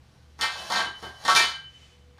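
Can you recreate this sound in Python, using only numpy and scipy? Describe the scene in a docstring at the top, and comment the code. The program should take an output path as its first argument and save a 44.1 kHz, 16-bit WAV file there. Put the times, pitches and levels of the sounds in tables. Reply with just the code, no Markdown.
"""Room air and a low, wavering hum, made of shaped noise and sines, are heard from the start in a garage.
From 0.4 s a long steel conduit in a hand bender knocks on the concrete floor in clusters. Each knock
excites bending modes, a dense wall ring, a clack, a thud and a tick, and feeds one long beating high tone.
Between the clusters the tube scrapes along, made of many tiny catches that excite the same resonances.
Near 1.8 s a soft noise swish swells as the handle swings back; at 1.9 s a faint sine whine comes up."""
import sys
import numpy as np
from scipy import signal
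from scipy.fft import rfft, irfft
from scipy.io import wavfile

SR = 44100
rng = np.random.default_rng(int(sys.argv[2]) if len(sys.argv) > 2 else 0)


def dump(signal):
    """Clip the signal to [-1, 1] and save it as 16-bit WAV at the path in sys.argv[1]."""
    limited = np.clip(np.atleast_2d(signal).T, -1, 1)
    pcm = np.round(limited * 32767).astype(np.int16)
    wavfile.write(sys.argv[1], SR, pcm)


N = 96623
RING_COUNT = 36000  # samples in one ring
AGE = np.arange(RING_COUNT) / SR  # seconds since a blow
TIME = np.arange(N) / SR

# Spectrum of the room air: pitch_hz, relative level_db
AIR_SPECTRUM = [(20, -18), (40, -6.5), (60, -5), (75, 11), (95, -14), (140, 0), (200, -10), (350, -15.5),
                (600, -19), (1200, -22), (4000, -27), (8000, -36), (15000, -47.5)]
AIR_DB = -56.5
# Steady tones of the hum: pitch_hz, mean level_db
HUM_TONES = [(75, -64.5), (118.5, -63.5), (494, -77)]
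HUM_WAVER_DB = 1.5

# Strength of the drag over time: time_s, level_db (before the gain of each resonance)
DRAG_LEVEL = [(.37, -68.5), (.40, -38), (.46, -50), (.58, -42.5), (.66, -40.5), (.80, -40.5), (.88, -68.5),
              (.99, -49), (1.04, -48.5), (1.12, -58.5), (1.17, -52.5), (1.24, -40.5), (1.38, -34.5),
              (1.50, -65.5), (1.60, -68), (1.75, -76)]
GRAINS_PER_S, GRAIN_SPREAD_DB = 900, 2
STROKE_COUNT = 4410  # samples in one short stretch of the drag
DRAG_BENDING_DB, DRAG_WALL_DB, DRAG_TICK_DB, DRAG_RASP_DB = -7.5, -8, -5.5, -4.5
# Spectrum of the low rasp of the drag: pitch_hz, relative level_db
RASP_SPECTRUM = [(50, -22.5), (150, 4.5), (480, 0), (1000, 7), (2100, -8), (2700, -26)]

# Knocks: start_s, bending_db, blow_centre_hz, wall_db, thud_db, tick_db,
# favoured_mode_hz (the mode that the struck spot favours), favoured_db
KNOCKS = [(.390, -41, 1390, -63, -47.5, -52, 1321, -43), (.411, -30, 1850, -23, -43.5, -31, 2621, -51),
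          (.428, -27.5, 1500, -34, -39.5, -51, 2342, -32.5), (.522, -47, 1520, -37, -76, -50, 1584, -42.5),
          (.549, -40.5, 1090, -43, -55, -62, 2621, -45), (0.579, -49, 1490, -42, -54, -80, 3025, -41),
          (0.701, -29, 840, -31, -35, -40, 1112, -33.5), (.721, -28.5, 1300, -27, -57, -36.5, 1840, -40.5),
          (.742, -28, 1450, -38.5, -43.5, -49, 1584, -29),
          (.759, -31.5, 1230, -24.5, -38, -39.5, 1321, -32),
          (.783, -29.5, 1310, -31.5, -48.5, -44, 1584, -34), (.799, -32, 1160, -41, -50, -48.5, 1112, -37),
          (.818, -36, 1270, -53.5, -45.5, -61, 1321, -37), (.845, -58, 1460, -59.5, -48, -78, 3025, -34),
          (0.867, -46, 1600, -62, -48, -76.5, 1584, -31), (1.026, -41, 1030, -43.5, -43, -54.5, 3025, -43),
          (1.05, -44, 1200, -53, -45, -70, 1584, -42.5), (1.25, -33.5, 1370, -30, -37.5, -37.5, 1840, -34),
          (1.279, -19.5, 1130, -25, -33, -31.5, 1112, -19.5),
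          (1.299, -30, 1160, -25, -51, -31.5, 1321, -23.5),
          (1.350, -24.5, 1630, -19.5, -39, -25, 1840, -34),
          (1.360, -23, 2100, -19, -30.5, -23.5, 2342, -20),
          (1.396, -26.5, 1680, -22.5, -63, -33.5, 1840, -31), (1.43, -32, 1620, -29, -45, -40, 3025, -27),
          (1.486, -44, 1600, -59, -58, -48, 2102, -48), (1.55, -60.5, 1610, -48, -65, -76, 1584, -41.5),
          (2.181, -55.5, 1200, -58, -62.5, -71, 1584, -56)]
BLOW_WIDTH_OCT, MODE_SCATTER_DB = 0.67, 1
# Bending modes of the tube: pitch_hz, relative level_db, t60_s
BENDING_MODES = [(484, -1.5, 0.19), (562.5, -1, 0.13), (731, -1.5, 0.4), (898.6, 3, 0.21), (954, 0, 0.25),
                 (1118.5, 0.5, 0.22), (1150, -6, 0.56), (1326, 2, 0.24), (1568, -3.5, 0.49),
                 (1586, -2.5, 0.4), (1837, 5.5, 0.2), (2094, 1, 0.29), (2343.5, -6.5, 0.67),
                 (2610, -3.5, 0.83), (2830, -13.5, 0.37)]
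PAIR_SPLIT_HZ = 1.1  # a bent tube has its bending modes in close pairs
# The waves need time to fill the tube: time constants in seconds
BENDING_RISE_S, FAVOURED_RISE_S, CLACK_RISE_S = 0.0044, 0.0065, 0.0025
# The tube settles on the floor, which damps its bending modes:
# start_s, end_s, above_hz (only higher pitches are damped), extra_decay_db_per_s
FLOOR_PRESSES = [(.88, 1.02, 300, 134), (0.84, 1.25, 2000, 76), (1.432, 2, 2270, 166), (1.6, 1.7, 302, 100)]

# Separate strong modes of the wall: pitch_hz, relative level_db, t60_s
WALL_MODES = [(3260, -18, .3), (3521, -14, .33), (3660, -16, .3), (3955, -17, .33), (4147, -16, .3),
              (4287, -15, .3), (4382, -17, .3), (4573, -14, .32), (5205, -17, .3), (5338, -16, .3),
              (6653, -20, .36), (6853, -24, .36), (8515, -34, .35)]
WALL_MODES_DB = 3
# Spectrum of the dense wall modes: pitch_hz, relative level_db
WALL_SPECTRUM = [(3000, 5.5), (3500, 4), (4500, 4), (5300, -8.5), (6200, -10), (7100, -17.5), (8100, -22),
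                 (8650, -8.5), (10500, -32.5), (13000, -57.5), (15500, -29.5)]
# Dense wall modes start at the ovalling cutoff
WALL_CUTOFF_HZ, WALL_STEP_HZ, WALL_T60_S, WALL_DENSE_DB = 3012, 31.47, 0.26, -6

# Spectra of the clack, thud and tick of contact: pitch_hz, relative level_db
CLACK_SPECTRUM = [(60, -45.5), (200, -28), (450, -13.5), (700, -1.5), (950, -0.5), (1600, -0.5),
                  (2200, -3.5), (2480, -11), (2850, -1.5), (4000, -45)]
THUD_SPECTRUM = [(60, -31), (120, -13), (170, -3.5), (240, 0.5), (290, -16.5), (380, -1), (520, -14.5),
                 (900, 2.5), (2500, -41)]
TICK_SPECTRUM = [(100, -47.5), (1500, -27), (3500, 6), (5500, 7), (7200, -0.5), (8100, -5), (8700, -0.5),
                 (10500, -6.5), (13300, -16), (15500, -22.5)]
CLACK_DB = -4  # relative to the bending ring of a knock
CLACK_T60_S, THUD_T60_S, TICK_T60_S = 0.089, 0.049, 0.04

# The lowest ovalling mode of the wall rings longest; its level is relative to the wall ring of a knock
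OVALLING_HZ, OVALLING_T60_S, OVALLING_DB = 3024.6, 0.87, -16.5
# Uneven moments at which the ovalling tone beats down to silence: dip_s
BEAT_DIPS = [.39, .53, .66, .81, .925, 1.005, 1.13, 1.23, 1.385, 1.525, 1.579, 1.615, 1.725, 1.795, 1.885,
             1.986, 2.07, 2.189]

# Reverberation time of the garage: pitch_hz, t60_s
ROOM_DECAY = [(100, 0.21), (500, 0.35), (2000, 0.42), (5000, 0.27), (10000, 0.29), (15000, 0.24)]
ROOM_ONSET_S = 0.0068
BENDING_ROOM_DB, WALL_ROOM_DB, CONTACT_ROOM_DB = -15, 7, 4.5  # reverberant against direct

# Spectrum of the swish as the handle swings back: pitch_hz, relative level_db
SWISH_SPECTRUM = [(800, -6), (2300, 3), (6500, -4), (9000, -13), (15000, -31)]
SWISH_S, SWISH_WIDTH_S, SWISH_DB = 1.827, 0.15, -59.5
WHINE_HZ, WHINE_DB, WHINE_START_S, WHINE_RISE_S = 490, -66.5, 1.91, 0.032
CUTOFF_HZ = 15450


def from_db(db):
    """Amplitude is the exponential of level: 20 dB is a factor of ten."""
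    return 10 ** (np.asarray(db) / 20)


def rms_one(x):
    """Normalise a signal to unit effective value."""
    return x / np.sqrt(np.mean(x ** 2) + 1e-20)


def blow_one(x):
    """Normalise a ring to the energy of 30 ms at unit effective value."""
    return x / np.sqrt(np.sum(x ** 2) / (.03 * SR) + 1e-20)


def at_hz(points, hz):
    """Interpolate a frequency-dependent quantity along log frequency."""
    table = np.array(points)
    return np.interp(np.log(np.maximum(hz, 1)), np.log(table[:, 0]), table[:, 1])


def dying(t60):
    """Linear damping gives exponential decay, by 60 dB in t60 seconds."""
    return np.exp(-np.log(1000) * AGE / t60)


def rising(seconds):
    """Build-up approaches its final value exponentially."""
    return 1 - np.exp(-AGE / seconds)


def coloured(x, spectrum):
    """Linear filtering multiplies a spectrum by a frequency response."""
    gain = from_db(at_hz(spectrum, np.fft.rfftfreq(len(x), 1 / SR)))
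    return irfft(rfft(x) * gain, len(x))


def through(x, response):
    """The output of a linear system is its input convolved with its impulse response."""
    return signal.fftconvolve(x, response)[:N]


def add(track, start_s, x):
    """Superpose a sound on a track from its start time."""
    i = int(start_s * SR)
    track[i:i + len(x)] += x[:N - i]


def room_air():
    """Broadband ambience is stationary random noise with a fixed spectrum."""
    return from_db(AIR_DB) * rms_one(coloured(rng.standard_normal(N), AIR_SPECTRUM))


def hum():
    """A hum is a sum of sines, here with slow random amplitude modulation."""
    out = np.zeros(N)
    for hz, db in HUM_TONES:
        waver = np.interp(TIME, np.linspace(0, N / SR, 16), rng.standard_normal(16))
        tone = np.sqrt(2) * np.sin(2 * np.pi * (hz * TIME + rng.random()))
        out += from_db(db + HUM_WAVER_DB * waver) * tone
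    return out


def drag_grains():
    """Dry friction on rough concrete is a random train of small catches."""
    sizes = from_db(GRAIN_SPREAD_DB * np.minimum(rng.exponential(1, N), 4))
    sizes = sizes * rng.choice([-1, 1], N)
    caught = rng.random(N) < GRAINS_PER_S / SR
    grains = rms_one(sizes * caught) / np.sqrt(.03 * SR)
    return grains * from_db(np.interp(TIME, *np.transpose(DRAG_LEVEL)))


def ringing(modes):
    """Free vibration is a set of damped modes: one complex dying tone for each."""
    return np.array([from_db(db) * np.exp(2j * np.pi * hz * AGE) * dying(t60)
                     for hz, db, t60 in modes])


def strike(tones, gains):
    """Modal superposition: every blow meets each mode with a strength and phase of its own."""
    scatter = from_db(MODE_SCATTER_DB * rng.standard_normal(len(tones)))
    phase = np.exp(2j * np.pi * rng.random(len(tones)))
    return ((gains * scatter * phase) @ tones).real


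def blow_db(hz, centre_hz):
    """The excitation spectrum of a blow is strongest around its centre pitch."""
    octaves = np.log2(hz / centre_hz)
    return -10 * np.log10(1 + (octaves / BLOW_WIDTH_OCT) ** 4)


def favours_ovalling(hz):
    """Nearest-mode rule: is a pitch closer to the ovalling mode than to the top bending mode?"""
    return hz > (BENDING_MODES[-1][0] + OVALLING_HZ) / 2


def favoured(hz):
    """Two bending modes of nearly equal pitch interfere and beat slowly."""
    if favours_ovalling(hz):
        return 0  # that energy feeds the ovalling tone instead
    nearest = min(BENDING_MODES, key=lambda mode: abs(mode[0] - hz))
    tone = (ringing([nearest])[0] * np.exp(2j * np.pi * rng.random())).real
    beat = np.cos(np.pi * PAIR_SPLIT_HZ * AGE)
    return blow_one(tone * beat * rising(FAVOURED_RISE_S))


def pressed(ring, start_s):
    """Contact damping: while the tube presses on the floor, its bending ring dies faster."""
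    hz = np.fft.rfftfreq(RING_COUNT, 1 / SR)
    for begin, end, above_hz, db_per_s in FLOOR_PRESSES:
        high_pass = 1 - 1 / (1 + (hz / above_hz) ** 80)
        upper = irfft(rfft(ring) * high_pass, RING_COUNT)
        held_s = np.clip(start_s + AGE, begin, end) - np.clip(start_s, begin, end)
        ring = ring - upper * (1 - from_db(-db_per_s * held_s))
    return ring


def dense_wall():
    """Dispersion above cutoff sends waves along the tube as falling chirps; returns a ring per place."""
    order = np.arange(9, 480)
    axial_hz = order * WALL_STEP_HZ
    hz = np.hypot(WALL_CUTOFF_HZ, axial_hz)
    gain = from_db(at_hz(WALL_SPECTRUM, hz)) * np.sqrt(axial_hz / hz)
    waves = np.sin(np.outer(2 * np.pi * hz, AGE).astype(np.float32))
    fade = dying(WALL_T60_S)

    def ring_at(place):
        """Mode shapes set the excitation at a place of contact, a fraction of the length."""
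        shape = np.cos(np.pi * order * place) + .5 * rng.standard_normal(len(hz))
        return blow_one(((gain * shape).astype(np.float32) @ waves) * fade)

    return ring_at


def burst(spectrum, t60):
    """A brief contact radiates shaped noise with exponential decay."""
    return blow_one(coloured(rng.standard_normal(RING_COUNT), spectrum) * dying(t60))


def floor_contact(bend_db, centre_hz, thud_db, tick_db):
    """Impact noise superposes a clack, a dull floor thud and a bright tick."""
    spectrum = [(hz, db + blow_db(hz, centre_hz) / 2) for hz, db in CLACK_SPECTRUM]
    clack = burst(spectrum, CLACK_T60_S) * rising(CLACK_RISE_S)
    thud = burst(THUD_SPECTRUM, THUD_T60_S)
    tick = burst(TICK_SPECTRUM, TICK_T60_S)
    return from_db(bend_db + CLACK_DB) * clack + from_db(thud_db) * thud + from_db(tick_db) * tick


def ovalling():
    """A lightly damped mode stores energy: knocks feed one long tone, which beats between its dips."""
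    energy = np.zeros(N)
    envelope = dying(OVALLING_T60_S) * rising(FAVOURED_RISE_S)
    for start_s, _, _, wall_db, _, _, mode_hz, mode_db in KNOCKS:
        fed = from_db(wall_db + OVALLING_DB) ** 2
        fed += favours_ovalling(mode_hz) * from_db(mode_db) ** 2
        add(energy, start_s, fed * envelope ** 2)
    beat = np.pi * np.interp(TIME, BEAT_DIPS, np.arange(len(BEAT_DIPS)))
    tone = np.sin(2 * np.pi * (OVALLING_HZ * TIME + rng.random()))
    return np.sqrt(energy * np.sin(beat) ** 2) * tone


def garage():
    """Diffuse reverberation is noise of unit energy whose bands decay at their own rates."""
    hz = np.fft.rfftfreq(RING_COUNT, 1 / SR)
    white = rfft(rng.standard_normal(RING_COUNT))
    edges = np.geomspace(40, 20000, 10)
    tail = np.zeros(RING_COUNT)
    for low, high in zip(edges, edges[1:]):
        band = irfft(white * ((hz >= low) & (hz < high)), RING_COUNT)
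        tail += band * dying(at_hz(ROOM_DECAY, np.sqrt(low * high)))
    tail *= 1 - np.exp(-(AGE / ROOM_ONSET_S) ** 2)
    return tail / np.sqrt(np.sum(tail ** 2))


def conduit():
    """Forced resonance: drag and knocks excite bending, wall and contact, each heard direct and reverberant."""
    bend_tones = ringing(BENDING_MODES)
    wall_tones = from_db(WALL_MODES_DB) * ringing(WALL_MODES)
    dense = dense_wall()
    bending, wall, contact = np.zeros((3, N))

    drag = drag_grains()
    catch = blow_one(strike(bend_tones, 1) + 2 * burst(CLACK_SPECTRUM, CLACK_T60_S))
    catch = from_db(DRAG_BENDING_DB) * catch
    for i in range(0, N, STROKE_COUNT):
        stroke = signal.fftconvolve(drag[i:i + STROKE_COUNT], catch)[:RING_COUNT]
        add(bending, i / SR, pressed(stroke, i / SR))
    wall += from_db(DRAG_WALL_DB) * through(drag, dense(rng.uniform(.06, .092)))
    contact += from_db(DRAG_TICK_DB) * through(drag, burst(TICK_SPECTRUM, TICK_T60_S))
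    contact += from_db(DRAG_RASP_DB) * through(drag, burst(RASP_SPECTRUM, TICK_T60_S))

    bend_hz = np.array(BENDING_MODES)[:, 0]
    for start_s, bend_db, centre_hz, wall_db, thud_db, tick_db, mode_hz, mode_db in KNOCKS:
        bend = strike(bend_tones, from_db(blow_db(bend_hz, centre_hz))) * rising(BENDING_RISE_S)
        bend = from_db(bend_db) * blow_one(bend) + from_db(mode_db) * favoured(mode_hz)
        # the separate wall modes share the bending track's room balance
        add(bending, start_s, pressed(bend, start_s) + from_db(wall_db) * strike(wall_tones, 0.96))
        add(wall, start_s, from_db(wall_db + WALL_DENSE_DB) * dense(rng.uniform(.0606, .16)))
        add(contact, start_s, floor_contact(bend_db, centre_hz, thud_db, tick_db))
    bending += ovalling()

    room = garage()
    out = np.zeros(N)
    for x, db in ((bending, BENDING_ROOM_DB), (wall, WALL_ROOM_DB), (contact, CONTACT_ROOM_DB)):
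        room_gain = from_db(db)
        out += (x + room_gain * through(x, room)) / np.hypot(1, room_gain)
    return out


def swish():
    """Smooth sliding noise: shaped random noise under a Gaussian swell."""
    swell = np.exp(-((TIME - SWISH_S) / SWISH_WIDTH_S) ** 2)
    return from_db(SWISH_DB) * swell * rms_one(coloured(rng.standard_normal(N), SWISH_SPECTRUM))


def whine():
    """A pure tone is a single sine, here with a linear onset."""
    onset = np.clip((TIME - WHINE_START_S) / WHINE_RISE_S, 0, 1)
    return from_db(WHINE_DB) * onset * np.sqrt(2) * np.sin(2 * np.pi * WHINE_HZ * TIME)


def scene():
    """Superposition: the sources add linearly into one channel."""
    return (room_air() + hum() + conduit() + swish() + whine())[None]


def record(dry):
    """Band limiting: a steep elliptic low-pass removes the top."""
    low_pass = signal.ellip(12, .2, 80, CUTOFF_HZ, fs=SR, output="sos")
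    return signal.sosfilt(low_pass, dry)


dry = scene()
out = record(dry)
dump(out)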